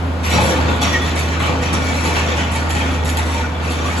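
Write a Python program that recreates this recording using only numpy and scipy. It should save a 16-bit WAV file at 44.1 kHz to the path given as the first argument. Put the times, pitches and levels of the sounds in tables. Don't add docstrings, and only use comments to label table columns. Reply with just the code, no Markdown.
import sys
import numpy as np
from scipy import signal
from scipy.fft import rfft, irfft
from scipy.io import wavfile

SR = 44100
rng = np.random.default_rng(int(sys.argv[2]) if len(sys.argv) > 2 else 0)


def log_audio(samples):
    frames = np.atleast_2d(samples).T
    limited = np.clip(frames, -1, 1)
    pcm = np.round(limited * 32767).astype(np.int16)
    wavfile.write(sys.argv[1], SR, pcm)


N = 176400

# frequency_hz, t60_s
TUNNEL_DECAY = [(100, 1), (1000, 0.37), (4000, 0.29), (11000, 0.52)]
TUNNEL_WET_DB, REFLECTIONS_PER_S = -1, 3000
# frequency_hz, correlation (-1 to 1)
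MIC_LIKENESS = [(30, .94), (130, .96), (350, .73), (700, .62), (1200, .3), (1500, .02), (3400, .1),
                (4200, .45), (5100, -.2), (6100, 0), (6600, .85), (7250, 1), (7700, .6), (8500, -.9),
                (9100, -1), (9650, -.95), (10700, .95), (11500, 1)]
# frequency_hz, left_minus_right_db
MIC_BALANCE = [(60, -1.2), (200, -0.16), (600, 1.7), (1500, 1.6), (2800, 0.28), (5700, -0.81), (8000, -1.8),
               (12000, -2.1)]
KNEE, CEILING, BAND_EDGE_HZ = .6, .88, 11900

# frequency_hz, relative_db
ROAR_SPECTRUM = [(20, -31), (40, -11), (58, -3.5), (110, -1), (170, 2), (260, -7), (400, -5), (850, -7),
                 (1300, -9), (2000, -17), (3000, -18.5), (4200, -26), (6800, -36), (11500, -43.5)]
ROAR_DB = -26
# pitch_hz, width_hz, level_db
WHINE_TONES = [(64, 8, -41), (494, 14, -40), (880, 45, -41), (1442, 14, -41)]
# time_s, level_db
MOAN_LEVEL = [(0, -30), (.5, -30.5), (1.1, -29.5), (1.45, -31.5), (1.75, -30), (2.05, -28.5), (2.3, -34),
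              (2.9, -28), (3.3, -34), (4, -31.5)]
MOAN_HZ, MOAN_WIDTH_HZ = 264, 12
# time_s, pitch_hz
DRONE_NOTE = [(0, 83.5), (.4, 79), (.5, 78), (.6, 80), (1.6, 81), (1.93, 82), (2.2, 79.5), (2.95, 80),
              (3.35, 79.5), (3.85, 79.5), (4, 83)]
# time_s, level_db
DRONE_SWELL = [(0, -20), (.2, -21.5), (.36, -18.5), (.54, -24.5), (.62, -17), (.7, -18), (.8, -21.5),
               (1.2, -20.5), (2, -21), (2.6, -21), (3.05, -19), (3.55, -22), (4, -22)]
# multiple, relative_db
DRONE_HARMONICS = [(1, -2), (2, -21), (3, -19.5)]
DRONE_WAVER, DRONE_LEFT_DB = 0.023, -1.5

# time_s, level_db
GRAVEL_LEVEL = [(0, -60), (.22, -58), (.25, -24), (.33, -39), (.5, -27), (.65, -32), (.79, -36), (.85, -23),
                (1.05, -39), (1.13, -42), (1.2, -31), (1.28, -36), (1.42, -22.5), (1.58, -35.5),
                (1.75, -25), (1.81, -58), (1.9, -30), (2.01, -33.5), (2.12, -26), (2.18, -22.5),
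                (2.27, -29), (2.4, -25), (2.48, -30), (2.65, -35), (2.78, -29.5), (2.9, -28), (3.02, -51),
                (3.2, -28), (3.28, -45), (3.4, -36), (3.53, -45), (3.63, -30.5), (3.8, -42), (3.87, -24),
                (4, -39)]
GRAVEL_PER_S, GRAVEL_SPREAD_DB = 900, 2
GRAVEL_LOW_HZ, GRAVEL_HIGH_HZ, GRAVEL_RING_S = 1045, 3307, 0.0024
# start_s, level_db, decay_s
STONE_SNAPS = [(.377, -19, .001), (.693, -38, 0.0018), (.816, -28, .012), (0.8305, -15, 0.00094),
               (1.178, -27, .005), (1.29, -30, 0.0018), (1.728, -27, 0.017), (2.541, -27, .002),
               (2.706, -20.5, 0.0058), (3.056, -22, .005), (3.091, -19, .004), (3.099, -18, .003),
               (3.171, -17, 0.008)]
# frequency_hz, relative_db
SNAP_SPECTRUM = [(30, -35), (200, -11), (1000, 0), (3000, 3.5), (5000, -1.5), (6300, -18), (6750, 8.5),
                 (7200, -6), (11500, -5.5)]
# pitch_hz, width_hz, relative_db
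STEEL_MODES = [(918, 20, -19), (1436, 14, -18), (1770, 40, -12), (2025, 35, -18), (1893, 14, -14),
               (2245, 16, -21), (2350, 40, -17), (2555, 45, -20), (3100, 25, -18), (3453, 20, -16),
               (3709, 22, -22), (3942, 10, -20), (4076, 45, -25), (4530, 45, -19), (5700, 100, -10.5)]
CLINKS_PER_MODE_PER_S, CLINK_ROLLOFF_HZ = 10, 4400
CLINK_DB, CLINK_LOAD_SHARE = -26.5, 0.57
# middle_s, half_length_s, pitch_hz, level_db
PICK_SQUEALS = [(0.353, 0.022, 5710, -29), (.36, 0.028, 3960, -30), (0.728, 0.015, 1450, -29),
                (0.776, .01, 1450, -40), (0.85, 0.0064, 5700, -25), (0.894, 0.049, 3420, -30),
                (0.957, 0.014, 1892, -16), (0.965, 0.013, 2245, -30), (0.943, 0.024, 5690, -31.5),
                (1.032, 0.016, 3440, -30), (1.03, 0.012, 1893, -29), (1.091, .012, 1893, -32),
                (0.494, 0.061, 520, -23.5), (1.902, 0.019, 2280, -27.5), (2.08, 0.025, 913, -29),
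                (2.56, .013, 893, -25), (2.685, 0.015, 890, -29), (3.095, .016, 1783, -32),
                (3.188, 0.011, 897, -23.5), (3.3, 0.014, 922, -28.5), (3.357, 0.0092, 917, -23),
                (3.404, 0.013, 907, -26), (3.448, .01, 1430, -27), (3.654, .01, 5700, -44),
                (3.815, 0.01, 5713, -40)]
SQUEAL_WOBBLE_HZ, SQUEAL_ROUGH_DB = 25.7, -0.5

# time_s, level_db
DRUM_LOAD = [(0, -71), (.22, -42), (.32, -16.5), (.48, -17.5), (.6, -20.5), (.69, -22), (.78, -22.5),
             (.88, -21.5), (1.27, -31), (1.48, -20), (1.6, -27), (1.75, -22), (1.98, -26), (2.17, -22.5),
             (2.5, -26), (2.85, -24.5), (3.02, -30), (3.18, -29), (3.38, -30), (3.54, -33), (3.66, -27),
             (4, -28)]
# start_s, level_db
LUMP_BREAKS = [(.33, -24), (.44, -24), (.49, -34), (.68, -19), (1.4, -19), (1.725, -25), (2.06, -31),
               (2.16, -15.5), (2.38, -22.5)]
LUMP_RISE_S = 0.01
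# frequency_hz, relative_db
CRUNCH_SPECTRUM = [(25, -10), (60, -22), (115, 6), (250, 2.5), (320, 3), (400, -1), (520, 0.5), (680, -1.5),
                   (860, 1), (1050, -3.5), (1250, -4.5), (2000, -8.5), (3000, -13), (4200, -16.5),
                   (5100, -21), (7000, -24), (11500, -41)]
CRUNCH_PER_S, CRUNCH_SPREAD_DB = 3000, 3.5
PATCH_HZ, PATCH_S, PATCH_DB = 190, 0.027, 3.5

# start_s, length_s, scrape_db, spray_db
PICK_BITES = [(0.228, 0.053, -25, -37), (0.296, 0.058, -21.5, -30), (0.403, 0.11, -27, -31),
              (0.7, 0.07, -50, -46), (0.81, 0.031, -19, -30.5), (0.866, 0.077, -31.5, -44),
              (0.922, 0.022, -22.5, -37), (1.01, 0.087, -28.5, -42), (1.154, 0.05, -25, -34.5),
              (1.254, 0.087, -31, -51), (1.392, 0.079, -30.5, -41.5), (1.612, 0.048, -27.5, -43),
              (1.723, 0.022, -24.5, -27.5), (1.818, 0.098, -28.5, -40.5), (1.932, 0.086, -28.5, -41),
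              (2.034, 0.073, -25.5, -33.5), (2.13, 0.071, -26.5, -38), (2.254, 0.07, -27.5, -52),
              (2.36, 0.05, -26.5, -42), (2.513, 0.06, -28, -32), (2.69, 0.044, -28.5, -35.5),
              (2.736, 0.069, -27, -38), (2.84, 0.11, -33.5, -45), (3.045, 0.069, -30, -33),
              (3.167, 0.027, -27, -31), (3.25, 0.1, -32, -41), (3.334, 0.073, -31.5, -44),
              (3.619, 0.065, -33.5, -45), (3.697, 0.03, -28.5, -35.5), (3.77, 0.087, -32.5, -51),
              (3.841, 0.11, -30.5, -41.5), (3.963, 0.033, -28.5, -35.5)]
CHATTER_HZ, CHATTER_DB = 70, 1
RING_DRIFT_HZ, RING_DRIFT_DB = 2.6, 4
# frequency_hz, relative_db
SCRAPE_SPECTRUM = [(200, -10), (700, 4), (1400, -8.5), (2000, 0.5), (2700, 1), (3400, -4), (4200, -7),
                   (5150, -12), (5750, -8), (6200, -11), (7000, -8.5), (7900, -22), (11500, -46)]
SCRAPE_PER_S, SCRAPE_SPREAD_DB, SCRAPE_ATTACK_S, SCRAPE_RELEASE_S = 3500, 3, 0.013, 0.037
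# frequency_hz, relative_db
SPRAY_SPECTRUM = [(1000, -34), (5000, -39), (6800, 6), (7900, 11), (9200, 7), (11500, 7.5), (12500, -47)]
SPRAY_PER_S, SPRAY_SPREAD_DB, SPRAY_ATTACK_S, SPRAY_RELEASE_S = 900, 1, 0.0038, 0.0062

TIME_S = np.arange(N) / SR
BIN_HZ = np.fft.rfftfreq(N, 1 / SR)


def gain_of(db):
    return 10 ** (np.asarray(db) / 20)


def unit_rms(x):
    return x / np.sqrt(np.mean(x ** 2) + 1e-20)


def at_hz(points, hz):
    frequency, value = np.transpose(points)
    return np.interp(np.log(hz + 1), np.log(frequency + 1), value)


def curve(points):
    return np.interp(TIME_S, *np.transpose(points))


def coloured(x, spectrum):
    return irfft(rfft(x) * unit_rms(gain_of(at_hz(spectrum, BIN_HZ))), N)


def wander(rate_hz, step=32):
    t = TIME_S[::step]
    rolloff = 1 + (np.fft.rfftfreq(len(t), step / SR) / rate_hz) ** 4
    drift = irfft(rfft(rng.standard_normal(len(t))) / rolloff, len(t))
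    return np.interp(TIME_S, t, unit_rms(drift))


def resonate(x, hz, width_hz):
    radius = np.exp(-np.pi * width_hz / SR)
    pole = radius * np.exp(2j * np.pi * hz / SR)
    return signal.lfilter([np.sqrt(2 * (1 - radius ** 2))], [1, -pole], x).real


def fractures(per_s, spread_db):
    size = gain_of(spread_db * np.minimum(rng.exponential(1, N), 4))
    breaks = rng.random(N) < per_s / SR
    return unit_rms(size * breaks * rng.choice([-1., 1.], (2, N)))


def stroke(start, length, attack_s, release_s):
    age = TIME_S - start
    return np.clip(age / attack_s, 0, 1) * np.exp(-np.maximum(age - length, 0) / release_s)


def tunnel(direct):
    reflections = rng.standard_normal((2, SR)) * (rng.random((2, SR)) < REFLECTIONS_PER_S / SR)
    hz, t, bands = signal.stft(reflections, SR, nperseg=256)
    t60_s = at_hz(TUNNEL_DECAY, hz)[:, None]
    tail = signal.istft(bands * gain_of(-60 * t / t60_s) / np.sqrt(t60_s), SR, nperseg=256)[1]
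    tail /= np.linalg.norm(tail, axis=1, keepdims=True)
    wet = signal.fftconvolve(direct, tail, axes=1)[:, :N]
    return (direct + gain_of(TUNNEL_WET_DB) * wet) / np.hypot(1, gain_of(TUNNEL_WET_DB))


def spaced_pair(x):
    first, second = rfft(x)
    likeness = np.clip(at_hz(MIC_LIKENESS, BIN_HZ), -.995, .995)
    lean = gain_of(at_hz(MIC_BALANCE, BIN_HZ) / 2)
    mid = first * np.sqrt((1 + likeness) / 2)
    side = second * np.sqrt((1 - likeness) / 2)
    return irfft(np.array([(mid + side) * lean, (mid - side) / lean]), N)


def engine_and_hydraulics():
    roar = gain_of(ROAR_DB) * coloured(rng.standard_normal((2, N)), ROAR_SPECTRUM)
    flow = rng.standard_normal((2, N))
    moan = gain_of(curve(MOAN_LEVEL)) * unit_rms(resonate(flow, MOAN_HZ, MOAN_WIDTH_HZ))
    whine = sum(gain_of(db) * unit_rms(resonate(flow, hz, width)) for hz, width, db in WHINE_TONES)
    return roar + moan + whine


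def drone():
    cycles = np.cumsum(curve(DRONE_NOTE)) / SR
    tone = sum(gain_of(db) * np.sin(2 * np.pi * multiple * cycles) for multiple, db in DRONE_HARMONICS)
    level = gain_of(curve(DRONE_SWELL)) * (1 + DRONE_WAVER * wander(rate_hz=19))
    return unit_rms(tone) * level * gain_of([[DRONE_LEFT_DB / 2], [-DRONE_LEFT_DB / 2]])


def gravel(ping_samples=1000):
    when, pitch, chance, angle = rng.random((int(GRAVEL_PER_S * N / SR), 4)).T
    t = TIME_S[:ping_samples]
    hz = GRAVEL_LOW_HZ + (GRAVEL_HIGH_HZ - GRAVEL_LOW_HZ) * pitch ** 1.3
    strength = gain_of(-GRAVEL_SPREAD_DB * np.log(chance + np.exp(-4)))
    pings = strength[:, None] * np.sin(2 * np.pi * hz[:, None] * t) * np.exp(-t / GRAVEL_RING_S)
    samples = ((when * N).astype(int)[:, None] + np.arange(ping_samples)).ravel()
    pans = np.cos(2 * np.pi * angle), np.sin(2 * np.pi * angle)
    crackle = np.array([np.bincount(samples, (pings * pan[:, None]).ravel(), N)[:N] for pan in pans])
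    return unit_rms(crackle) * gain_of(curve(GRAVEL_LEVEL))


def snaps():
    level = sum(gain_of(db) * (TIME_S >= start) * np.exp(-abs(TIME_S - start) / decay)
                for start, db, decay in STONE_SNAPS)
    return coloured(level * rng.standard_normal((2, N)), SNAP_SPECTRUM)


def clinks():
    ring = np.zeros((2, N))
    for hz, width, db in STEEL_MODES:
        hits = rng.random(N) < CLINKS_PER_MODE_PER_S / SR
        knocks = hits * rng.uniform(.5, 1, (2, N)) * rng.choice([-1., 1.], (2, N))
        rolloff = 1 + (hz / CLINK_ROLLOFF_HZ) ** 4
        ring += gain_of(db) / rolloff * unit_rms(resonate(knocks, hz, width))
    load_db = curve(DRUM_LOAD)
    return ring * gain_of(CLINK_DB + CLINK_LOAD_SHARE * (load_db - load_db.mean()))


def squeals():
    out = np.zeros((2, N))
    wobble = np.cumsum(SQUEAL_WOBBLE_HZ * wander(rate_hz=126)) / SR
    rough = unit_rms(gain_of(SQUEAL_ROUGH_DB * wander(rate_hz=88)))
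    for middle, half, hz, db in PICK_SQUEALS:
        span = abs(TIME_S - middle) < 6 * half
        t = TIME_S[span]
        swell = gain_of(db) * rough[span] / np.sqrt(1 + ((t - middle) / half) ** 4)
        mic_offset = np.array([[0], [rng.uniform(-0.049, 0.31)]])
        cycles = hz * t + wobble[span] + mic_offset
        out[:, span] += swell * unit_rms(np.sin(2 * np.pi * cycles))
    return out


def fragment_colour(x):
    hz, t, bands = signal.stft(x, SR, nperseg=512, noverlap=384)
    across, along = np.fft.fftfreq(len(hz), hz[1])[:, None], np.fft.fftfreq(len(t), t[1])
    blur = np.exp(-(across * PATCH_HZ) ** 2 - (along * PATCH_S) ** 2)
    patches = unit_rms(np.fft.ifft2(np.fft.fft2(rng.standard_normal(blur.shape)) * blur).real)
    bands *= unit_rms(gain_of(PATCH_DB * patches))
    return signal.istft(bands, SR, nperseg=512, noverlap=384)[1][:, :N]


def crunch():
    level = gain_of(curve(DRUM_LOAD))
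    for start, db in LUMP_BREAKS:
        age = np.maximum(TIME_S - start, 0) / LUMP_RISE_S
        level = np.hypot(level, gain_of(db) * age * np.exp(1 - age))
    crumble = fractures(CRUNCH_PER_S, CRUNCH_SPREAD_DB)
    flicker = gain_of(wander(rate_hz=24))
    return coloured(crumble * level * flicker, CRUNCH_SPECTRUM)


def bites():
    drag, chips = np.zeros(N), np.zeros(N)
    for start, length, scrape_db, spray_db in PICK_BITES:
        cut = gain_of(scrape_db) * stroke(start, length, SCRAPE_ATTACK_S, SCRAPE_RELEASE_S)
        burst = gain_of(spray_db) * stroke(start, length, SPRAY_ATTACK_S, SPRAY_RELEASE_S)
        drag, chips = np.hypot(drag, cut), np.hypot(chips, burst)
    chatter = gain_of(CHATTER_DB * wander(rate_hz=CHATTER_HZ))
    force = unit_rms(fractures(SCRAPE_PER_S, SCRAPE_SPREAD_DB) * chatter) * drag
    ring = np.zeros((2, N))
    for hz, width, db in STEEL_MODES:
        drift = unit_rms(gain_of(RING_DRIFT_DB * wander(RING_DRIFT_HZ)))
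        ring += gain_of(db) * drift * resonate(force, hz, width)
    spray = unit_rms(fractures(SPRAY_PER_S, SPRAY_SPREAD_DB) * chatter) * chips
    return coloured(force, SCRAPE_SPECTRUM) + ring + coloured(spray, SPRAY_SPECTRUM)


def scene():
    cutting = fragment_colour(crunch() + bites() + gravel()) + clinks()
    return spaced_pair(engine_and_hydraulics() + tunnel(cutting) + snaps()) + drone() + squeals()


def record(dry):
    over = np.maximum(abs(dry) - KNEE, 0)
    headroom = CEILING - KNEE
    rounded = dry - np.sign(dry) * (over - headroom * np.tanh(over / headroom))
    lowpass = signal.firwin(511, BAND_EDGE_HZ, window=("kaiser", 9), fs=SR)
    return signal.oaconvolve(rounded, lowpass[None], "same")


dry = scene()
out = record(dry)
log_audio(out)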